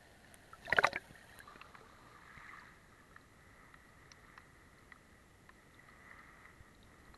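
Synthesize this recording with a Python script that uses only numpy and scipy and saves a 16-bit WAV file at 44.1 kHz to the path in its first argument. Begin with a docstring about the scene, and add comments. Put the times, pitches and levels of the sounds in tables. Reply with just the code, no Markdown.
"""Trapped bubbles plop against a waterproof camera case as the sea slaps and closes over it.
Each bubble rings at the pitch of its size; each slap rings the case and squeezes an air pocket.
At about 1.4 s the case surfaces and drains. Drops tick on it, feet send a ripple past, and small waves
wash faintly over beach pebbles. All is heard through the case, whose resonances differ in water and air."""
import sys
import numpy as np
from scipy import signal
from scipy.fft import rfft, irfft, next_fast_len
from scipy.io import wavfile
from scipy.ndimage import map_coordinates

SR = 44100
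rng = np.random.default_rng(int(sys.argv[2]) if len(sys.argv) > 2 else 0)


def waveform_to_disk(signal):
    """Save audio, clipped to [-1, 1], as 16-bit WAV at the path in sys.argv[1]."""
    frames = np.transpose(np.atleast_2d(signal))
    scaled = np.clip(frames, -1, 1) * 32767
    samples = np.round(scaled).astype(np.int16)
    wavfile.write(sys.argv[1], SR, samples)


N = 316197

# large bubbles: (time [s], level [dB], pitch [Hz], glide [oct])
BUBBLES = [(0.5316, -43, 1340, -.07), (.651, -45, 2630, 0), (0.658, -46.5, 3700, -0.17),
           (.666, -41.5, 1850, -0.41), (.6765, -42, 676, .1), (0.6975, -36, 920, 0.38),
           (.7715, -33, 664, -0.27), (.784, -31, 409, 0), (.8287, -30.5, 873, .17),
           (.8452, -16, 2046, -0.056), (0.8468, -29, 2540, 0), (.869, -29.5, 702, -.05),
           (.869, -36, 5030, 0), (.8802, -41.5, 554, -0.014), (0.958, -33, 1640, -0.14),
           (0.9716, -36.5, 1700, -0.15), (1.154, -48.5, 1854, -.1), (1.402, -45, 1650, 0),
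           (1.475, -47, 1160, 0.25), (1.81, -56.5, 434, .3), (2.4915, -41.5, 2010, -0.021),
           (2.62, -55, 980, .2), (3.0, -54.5, 1770, -.28), (3.112, -56, 1290, .2),
           (5.792, -49.5, 1960, 0.049), (6.94, -58, 1960, 0)]
# slaps: (time [s], level [dB], cutoff [Hz], t60 [s], pocket pitch [Hz], pocket level [dB])
SLAPS = [(.2455, -53, 3640, 0.0068, 2200, -62), (0.6966, -38, 4000, 0.014, 4000, -41.5),
         (0.7251, -23.5, 2680, 0.024, 1886, -17), (0.7305, -26.5, 4630, 0.012, 640, -27),
         (.7655, -30.5, 4300, 0.015, 2970, -27), (.7852, -16, 1425, 0.011, 1580, -13.5),
         (.8372, -26, 3400, 0.013, 3900, -29), (.8446, -13, 2450, 0.019, 1160, -15.5),
         (0.8684, -23, 7240, 0.019, 5800, -38), (0.9313, -28.5, 4760, 0.006, 4300, -41.5),
         (0.9591, -31.5, 2620, 0.04, 2260, -28), (1.558, -44, 3620, 0.033, 2430, -52)]
# dull bumps on the case: (time [s], level [dB], pitch [Hz])
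BUMPS = [(0.732, -32, 161), (0.931, -36, 280), (0.9575, -35.5, 340), (1.099, -58, 137), (1.108, -42.5, 152),
         (1.558, -42, 330), (2.375, -46, 150), (6.605, -45, 79), (7.094, -49.5, 51)]
# tiny bubbles bursting: (time [s], level [dB])
SNAPS = [(0.3428, -36), (0.7318, -39), (0.869, -36), (1.39, -34)]
# drops on the case: (time [s], level [dB], splash pitch [Hz], splash re knock [dB])
DROPS = [(1.614, -37.5, 2660, -0.5), (1.751, -41, 1660, -11), (2.377, -44, 2070, 2), (3.162, -40, 1753, -2),
         (3.741, -44, 1870, -4), (4.117, -39, 5670, -1.5), (4.377, -41.5, 1865, -5), (4.920, -40, 1920, 4),
         (4.958, -52, 1300, 20), (5.492, -44, 1820, -4), (5.885, -50, 1260, -7), (6.112, -41.5, 1930, 7),
         (6.454, -44, 1970, 5), (7.141, -46, 1130, -4)]
# clearest spray droplets: (time [s], level [dB], pitch [Hz])
SPRAY = [(2.596, -57, 4420), (4.376, -60, 5440), (5.744, -58, 3620), (6.749, -58, 4020), (6.829, -53, 3760),
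         (7.145, -54, 4100)]
# waves on the beach: (crest [s], level [dB], rise per 20 dB [s])
WAVES = [(3.55, -63.5, .45), (4.27, -62, 1.05), (4.78, -68, 0.38), (6.24, -59, 1.28), (7.12, -69, 0.79)]
# case modes with water against it: (frequency [Hz], width [Hz], gain [dB])
WET_CASE_MODES = [(182, 51, -9), (382, 19, -0.5), (586, 47, 7), (703, 61, 1), (947, 58, -19),
                  (1080, 78, -16), (1450, 86, 6.5), (1800, 210, 4.5), (2480, 150, -26), (3920, 210, 1.5),
                  (4830, 180, -4), (6240, 295, -15), (6940, 510, -9)]
# case modes in air: (frequency [Hz], width [Hz], gain [dB])
DRY_CASE_MODES = [(1060, 82, 13), (1277, 136, 18), (1690, 310, 4), (1928, 45, 8), (3060, 910, -12),
                  (3950, 340, 0.5), (5500, 680, -23)]
# underwater murmur and froth: (frequency [Hz], level [dB])
WATER_SPECTRUM = [(300, -15), (560, 0.5), (740, 3), (950, -10.5), (1230, -15), (1480, -2.5), (1600, -4.5),
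                  (1830, 3), (2250, -12), (3100, -11), (3600, -14), (4150, -9), (4750, -16.5), (8200, -24)]
# tiniest bubbles: (frequency [Hz], level [dB])
SIZZLE_SPECTRUM = [(3000, -6), (5600, -22), (6600, -4), (7500, -14), (8200, -39), (8700, -3), (9150, -1.5),
                   (10200, -7), (11500, -4), (12300, -10)]
# foam and droplet crackle: (frequency [Hz], level [dB])
FOAM_SPECTRUM = [(2000, -6), (2600, -24), (3300, -3), (4050, 5.5), (4700, -6.5), (5500, -3), (7400, -12),
                 (9000, -36)]
# trickle in the shell: (frequency [Hz], level [dB])
DRAIN_SPECTRUM = [(250, -10), (450, -4.5), (800, -4), (1050, -7.5), (1210, 4.5), (1420, -7.5), (1800, -6.5),
                  (2500, -15), (3300, -18.5), (4100, -11.5), (4700, -22), (7000, -24.5), (9000, -32)]
# nearby ripple: (frequency [Hz], level [dB])
LAPPING_SPECTRUM = [(400, -28), (800, -14), (1000, -9.5), (1250, 2), (1480, -11), (1720, 2), (2000, -0.5),
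                    (2400, -16.5), (3400, -25), (3900, -20), (4800, -34), (7000, -29), (9000, -40)]
# wash over pebbles: (frequency [Hz], level [dB])
SURF_SPECTRUM = [(400, -13.5), (800, -11.5), (1080, -8), (1260, 0.5), (1480, -9), (1660, -6.5), (1960, 4),
                 (2220, -11), (2600, -24.5), (3400, -28), (4050, -27.5), (4700, -39.5)]
# handling rumble: (frequency [Hz], level [dB])
RUMBLE_SPECTRUM = [(15, -6), (30, -3.5), (60, -0.5), (120, -2.5), (250, -6.5), (500, -12), (900, -17.5),
                   (2000, -33.5), (5000, -38.5)]
# microphone hiss: (frequency [Hz], level [dB])
HISS_SPECTRUM = [(100, 2), (2000, 8), (5000, -1.5), (6500, 0), (7500, 2), (8500, -2), (10800, -0.5),
                 (11250, 3.5), (11600, 1), (12300, -13.5)]

# swells: (full at [s], rise per 20 dB [s], hold [s], fall per 20 dB [s])
SURGE = (0.655, 0.08, 0.14, 0.38)  # wave closing over the case
FIZZ_CLOUD = (0.66, 0.64, 0.71, 0.43)  # tiniest bubbles it leaves
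FROTH_CLOUD = (1.16, 0.58, 0.25, 0.35)  # small bubbles rising behind it
FILM = (1.36, 0.23, 0.032, 0.35)
TRICKLE = (1.486, 0.32, 0.64, 0.97)
FEET = (2.424, 0.55, 0.13, 0.42)
GRIP = (6.85, 0.33, 0.4, 0.5)

SURFACE_S, BAND_LIMIT_HZ = 1.43, 12250
CALM_CYCLES, VIOLENT_CYCLES, VIOLENT_ABOVE_DB = 82, 36, -33  # cycles per t60
POCKET_T60_S, POCKET_LAG_S, POCKET_GLIDE_OCT = 0.021, 0.0007, 0.089
# STIR levels are relative to the slaps
MURMUR_REST_DB, MURMUR_SURGE_DB, MURMUR_STIR_DB = -65.5, -60, -28.5
FROTH_REST_DB, FROTH_CLOUD_DB, FROTH_STIR_DB = -72.5, -64, -22
FIZZ_REST_DB, FIZZ_CLOUD_DB, FIZZ_STIR_DB = -82, -71, -41.5
CRACKLE_SURGE_DB, CRACKLE_STIR_DB = -66, -37
WAKE_LAG_S, WAKE_GAIN_DB = 0.58, -14.5
WASH_REST_DB = -72.5


def bubbles():
    """Bubbles ring at the pitch of their size, violent ones for fewer cycles; shape wobble varies level."""
    out = np.zeros(N)
    for time_s, db, hz, glide_oct in BUBBLES:
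        cycles = VIOLENT_CYCLES if db > VIOLENT_ABOVE_DB else CALM_CYCLES
        add(out, time_s, amp(db) * ping(hz, cycles / hz, attack_s=0.00077, glide_oct=glide_oct))
    return out * amp(1.3 * wobble(rate_hz=380))


def slaps():
    """Water slaps the case, submerged and once just after surfacing; case and air pocket ring briefly."""
    out = np.zeros(N)
    for time_s, db, cutoff_hz, t60_s, pocket_hz, pocket_db in SLAPS:
        ring = resonate(spatter(t60_s, scatter=0.18), WET_CASE_MODES)
        pocket = ping(pocket_hz, POCKET_T60_S, attack_s=0.00036, glide_oct=POCKET_GLIDE_OCT)
        add(out, time_s, amp(db) * unit_peak(lowpass(ring, cutoff_hz)))
        add(out, time_s + POCKET_LAG_S, amp(pocket_db) * pocket)
    return out


def bumps():
    """Dull knocks on the case, damped within a few cycles."""
    out = np.zeros(N)
    for time_s, db, hz in BUMPS:
        add(out, time_s, amp(db) * ping(hz, t60_s=2.6 / hz, attack_s=0.0006))
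    return out


def snaps():
    """Tiny bubbles burst on the case: thin, high ticks."""
    out, t = np.zeros(N), event_time(0.02)
    envelope = amp(-60 * t / 0.0034) * (1 - np.exp(-t / 0.00091))
    for time_s, db in SNAPS:
        burst = envelope * rng.standard_normal(len(t))
        add(out, time_s, amp(db) * unit_peak(coloured(burst, SIZZLE_SPECTRUM)))
    return out


def underwater():
    """Surge and slaps stir the water: murmur, gurgling froth, fizz and crackle."""
    sunk = ramp(SURFACE_S - 0.05, SURFACE_S + 0.026, 1, 0)
    slap_swells = (amp(db) * swell(s, rise_s=0.021, hold_s=0, fall_s=0.039) for s, db, *_ in SLAPS)
    stir = sunk * power_sum(*slap_swells)

    def drive(rest, swell_db, shape, stir_db):
        return power_sum(rest, amp(swell_db) * swell(*shape), amp(stir_db) * stir)

    murmur = coloured(patter(rate_hz=1100, spread_db=6, share=0.5), WATER_SPECTRUM)
    murmur *= drive(amp(MURMUR_REST_DB), MURMUR_SURGE_DB, SURGE, MURMUR_STIR_DB)
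    froth = coloured(gurgle(count=1500, centre_hz=1941, spread_oct=1.15, cycles=87), WATER_SPECTRUM)
    froth *= drive(amp(FROTH_REST_DB) * sunk, FROTH_CLOUD_DB, FROTH_CLOUD, FROTH_STIR_DB)
    fizz = coloured(patter(rate_hz=2300, spread_db=14, share=0.51), SIZZLE_SPECTRUM)
    fizz *= drive(amp(FIZZ_REST_DB), FIZZ_CLOUD_DB, FIZZ_CLOUD, FIZZ_STIR_DB)
    crackle = coloured(patter(rate_hz=560, spread_db=5, share=0.92), FOAM_SPECTRUM)
    crackle *= drive(0, CRACKLE_SURGE_DB, SURGE, CRACKLE_STIR_DB)
    return sunk * (murmur + fizz + crackle) + froth


def drops():
    """Each drop knocks the case in air, hardest near the pitch of its own brief splash."""
    out = np.zeros(N)
    for time_s, db, hz, splash_db in DROPS:
        force = resonate(spatter(t60_s=0.027, scatter=0.24), [(hz, 1.26 * hz, 0)])
        knock = resonate(force, DRY_CASE_MODES)
        plip = unit_peak(lowpass(knock, cutoff_hz=max(4200, hz)))
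        add(plip, 0, amp(splash_db) * ping(hz, t60_s=24 / hz, attack_s=0.0024))
        add(out, time_s, amp(db) * unit_peak(plip))
    return out


def spray():
    """Droplets too fine to ring the whole case: ragged plips, the faintest at random times."""
    out = np.zeros(N)
    faint = rng.uniform((SURFACE_S, -66, 3600), (N / SR, -61, 4500), (14, 3))  # columns as SPRAY
    for time_s, db, hz in [*SPRAY, *faint]:
        force = spatter(t60_s=0.021, scatter=0.12)
        plip = np.convolve(force, ping(hz, t60_s=38 / hz, attack_s=0.00039))
        add(out, time_s, amp(db) * unit_peak(plip))
    return out


def draining():
    """A water film hisses off the surfacing case; a trickle gurgles in a hollow of its shell."""
    drips = patter(rate_hz=400, spread_db=0, share=0.5)
    bubbling = 0.27 * gurgle(count=700, centre_hz=1403, spread_oct=0.68, cycles=51)
    trickle = swell(*TRICKLE) * coloured(drips + bubbling, DRAIN_SPECTRUM)
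    runoff = patter(rate_hz=720, spread_db=10, share=0.4)
    film = swell(*FILM) * unit_rms(resonate(runoff, [(4000, 120, 0)]))
    return amp(-61 + 1.4 * wobble(rate_hz=23.86)) * trickle + amp(-71.5) * film


def ripple():
    """Feet break the surface: close lapping and droplets, then a weaker wake as they sink back."""
    full_s, *shape = FEET
    wake = amp(WAKE_GAIN_DB) * swell(full_s + WAKE_LAG_S, *shape)
    flow = power_sum(swell(*FEET), wake)
    splashes = patter(rate_hz=380, spread_db=2, share=0.44)
    bubbling = 0.17 * gurgle(count=600, centre_hz=1670, spread_oct=0.99, cycles=47)
    lapping = coloured(splashes + bubbling, LAPPING_SPECTRUM)
    droplets = amp(-22) * coloured(patter(rate_hz=260, spread_db=9, share=0.94), FOAM_SPECTRUM)
    return flow * amp(-55 + 0.42 * wobble(rate_hz=16)) * (lapping + droplets)


def beach_waves():
    """Small waves roll pebbles over a steady fizz of foam; fades in once the case is in air."""
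    in_air = ramp(SURFACE_S, 2.8, 0, 1)
    crests = (amp(db) * swell(s, rise_s, hold_s=0.029, fall_s=0.85) for s, db, rise_s in WAVES)
    flow = power_sum(amp(WASH_REST_DB), *crests)
    pebbles = patter(rate_hz=400, spread_db=6.5, share=0.21)
    bubbling = 0.057 * gurgle(count=350, centre_hz=1680, spread_oct=0.64, cycles=21)
    wash = flow * amp(1.37 * wobble(rate_hz=12)) * coloured(pebbles + bubbling, SURF_SPECTRUM)
    foam = amp(-82.5) * coloured(patter(rate_hz=150, spread_db=10, share=0.15), FOAM_SPECTRUM)
    return in_air * (wash + foam)


def handling_rumble():
    """The hand-held case rumbles, more in the surge and as the grip shifts."""
    sway = power_sum(amp(-64.5), amp(-60.5) * swell(*SURGE), amp(-66.5) * swell(*GRIP))
    return sway * coloured(rng.standard_normal(N), RUMBLE_SPECTRUM)


def microphone_hiss():
    """Steady self-noise."""
    return amp(-73) * coloured(rng.standard_normal(N), HISS_SPECTRUM)


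def ping(hz, t60_s, attack_s, glide_oct=0):
    """Damped sine, gliding over its t60; peak 1."""
    t = event_time(t60_s)
    pitch_hz = hz * 2 ** (glide_oct * np.minimum(t / t60_s, 1))
    phase = 2 * np.pi * np.cumsum(pitch_hz) / SR
    onset = 1 - np.exp(-(t / attack_s) ** 2)
    return unit_peak(np.sin(phase) * amp(-60 * t / t60_s) * onset)


def spatter(t60_s, scatter):
    """Force of landing water: one impulse, then a decaying spray of small ones."""
    t = event_time(0.12)
    force = scatter * rng.standard_normal(len(t)) * amp(-60 * t / t60_s)
    force[0] = 1
    return force


def patter(rate_hz, spread_db, share):
    """Tiny uneven impacts in noise; share is their fraction of the power."""
    hits = (rng.random(N) < rate_hz / SR) * rng.choice([-1, 1], N)
    sizes = amp(spread_db * np.minimum(rng.exponential(size=N), np.pi))
    return np.sqrt(share) * unit_rms(hits * sizes) + np.sqrt(1 - share) * rng.standard_normal(N)


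def gurgle(count, centre_hz, spread_oct, cycles):
    """Small bubbles of random size and time, each rising slightly in pitch; rms 1."""
    out = np.zeros(N)
    for when, pitch, strength in rng.random((count, 3)):
        hz = centre_hz * 2 ** (spread_oct * (2 * pitch - 1))
        ring = ping(hz, cycles / hz, attack_s=0.00049, glide_oct=0.092)
        add(out, when * N / SR, amp(7 * strength) * ring)
    return unit_rms(out)


def swell(full_s, rise_s, hold_s, fall_s):
    """Gain that rises to 1, holds and falls; 20 dB per rise or fall time."""
    t = np.arange(N) / SR - full_s
    return amp(-20 * (np.maximum(-t, 0) / rise_s + np.maximum(t - hold_s, 0) / fall_s))


def ramp(start_s, end_s, first, last):
    return np.interp(np.arange(N) / SR, (start_s, end_s), (first, last))


def wobble(rate_hz):
    """Smooth curve through random knots."""
    knots = rng.standard_normal(int(N * rate_hz / SR) + 4)
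    return map_coordinates(knots, [np.arange(N) * rate_hz / SR])


def resonate(x, modes):
    """Parallel band-passes: (frequency [Hz], width [Hz], gain [dB])."""
    def response(hz):
        return sum(amp(db) * 1j * hz * width_hz / (mode_hz ** 2 - hz ** 2 + 1j * hz * width_hz)
                   for mode_hz, width_hz, db in modes)
    return filtered(x, response)


def coloured(x, spectrum):
    """x shaped by a spectrum, interpolated in log frequency; rms 1."""
    knots_hz, db = np.transpose(spectrum)
    return unit_rms(filtered(x, lambda hz: amp(np.interp(np.log(hz + 1), np.log(knots_hz), db))))


def filtered(x, response):
    size = next_fast_len(len(x) + SR // 10)
    return irfft(rfft(x, size) * response(np.fft.rfftfreq(size, 1 / SR)), size)[:len(x)]


def lowpass(x, cutoff_hz):
    return signal.sosfilt(signal.butter(6, cutoff_hz, fs=SR, output="sos"), x)


def add(track, time_s, sound):
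    span = track[round(time_s * SR):][:len(sound)]
    span += sound[:len(span)]


def event_time(length_s):
    """Time axis [s] with a 10 ms tail."""
    return np.arange(int(length_s * SR) + SR // 100) / SR


def power_sum(*gains):
    return np.sqrt(sum(gain ** 2 for gain in gains))


def amp(db):
    return 10 ** (np.asarray(db) / 20)


def unit_rms(x):
    return x / np.sqrt(np.mean(x ** 2) + 1e-20)


def unit_peak(x):
    return x / np.abs(x).max()


def scene():
    """Splash, then quiet shore; mono."""
    splash = bubbles() + slaps() + bumps() + snaps() + underwater()
    shore = drops() + spray() + draining() + ripple() + beach_waves()
    return (splash + shore + handling_rumble() + microphone_hiss())[None]


def record(dry):
    """Camera band limit: brick-wall low-pass."""
    return np.array([filtered(channel, lambda hz: hz < BAND_LIMIT_HZ) for channel in dry])


dry = scene()
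out = record(dry)
waveform_to_disk(out)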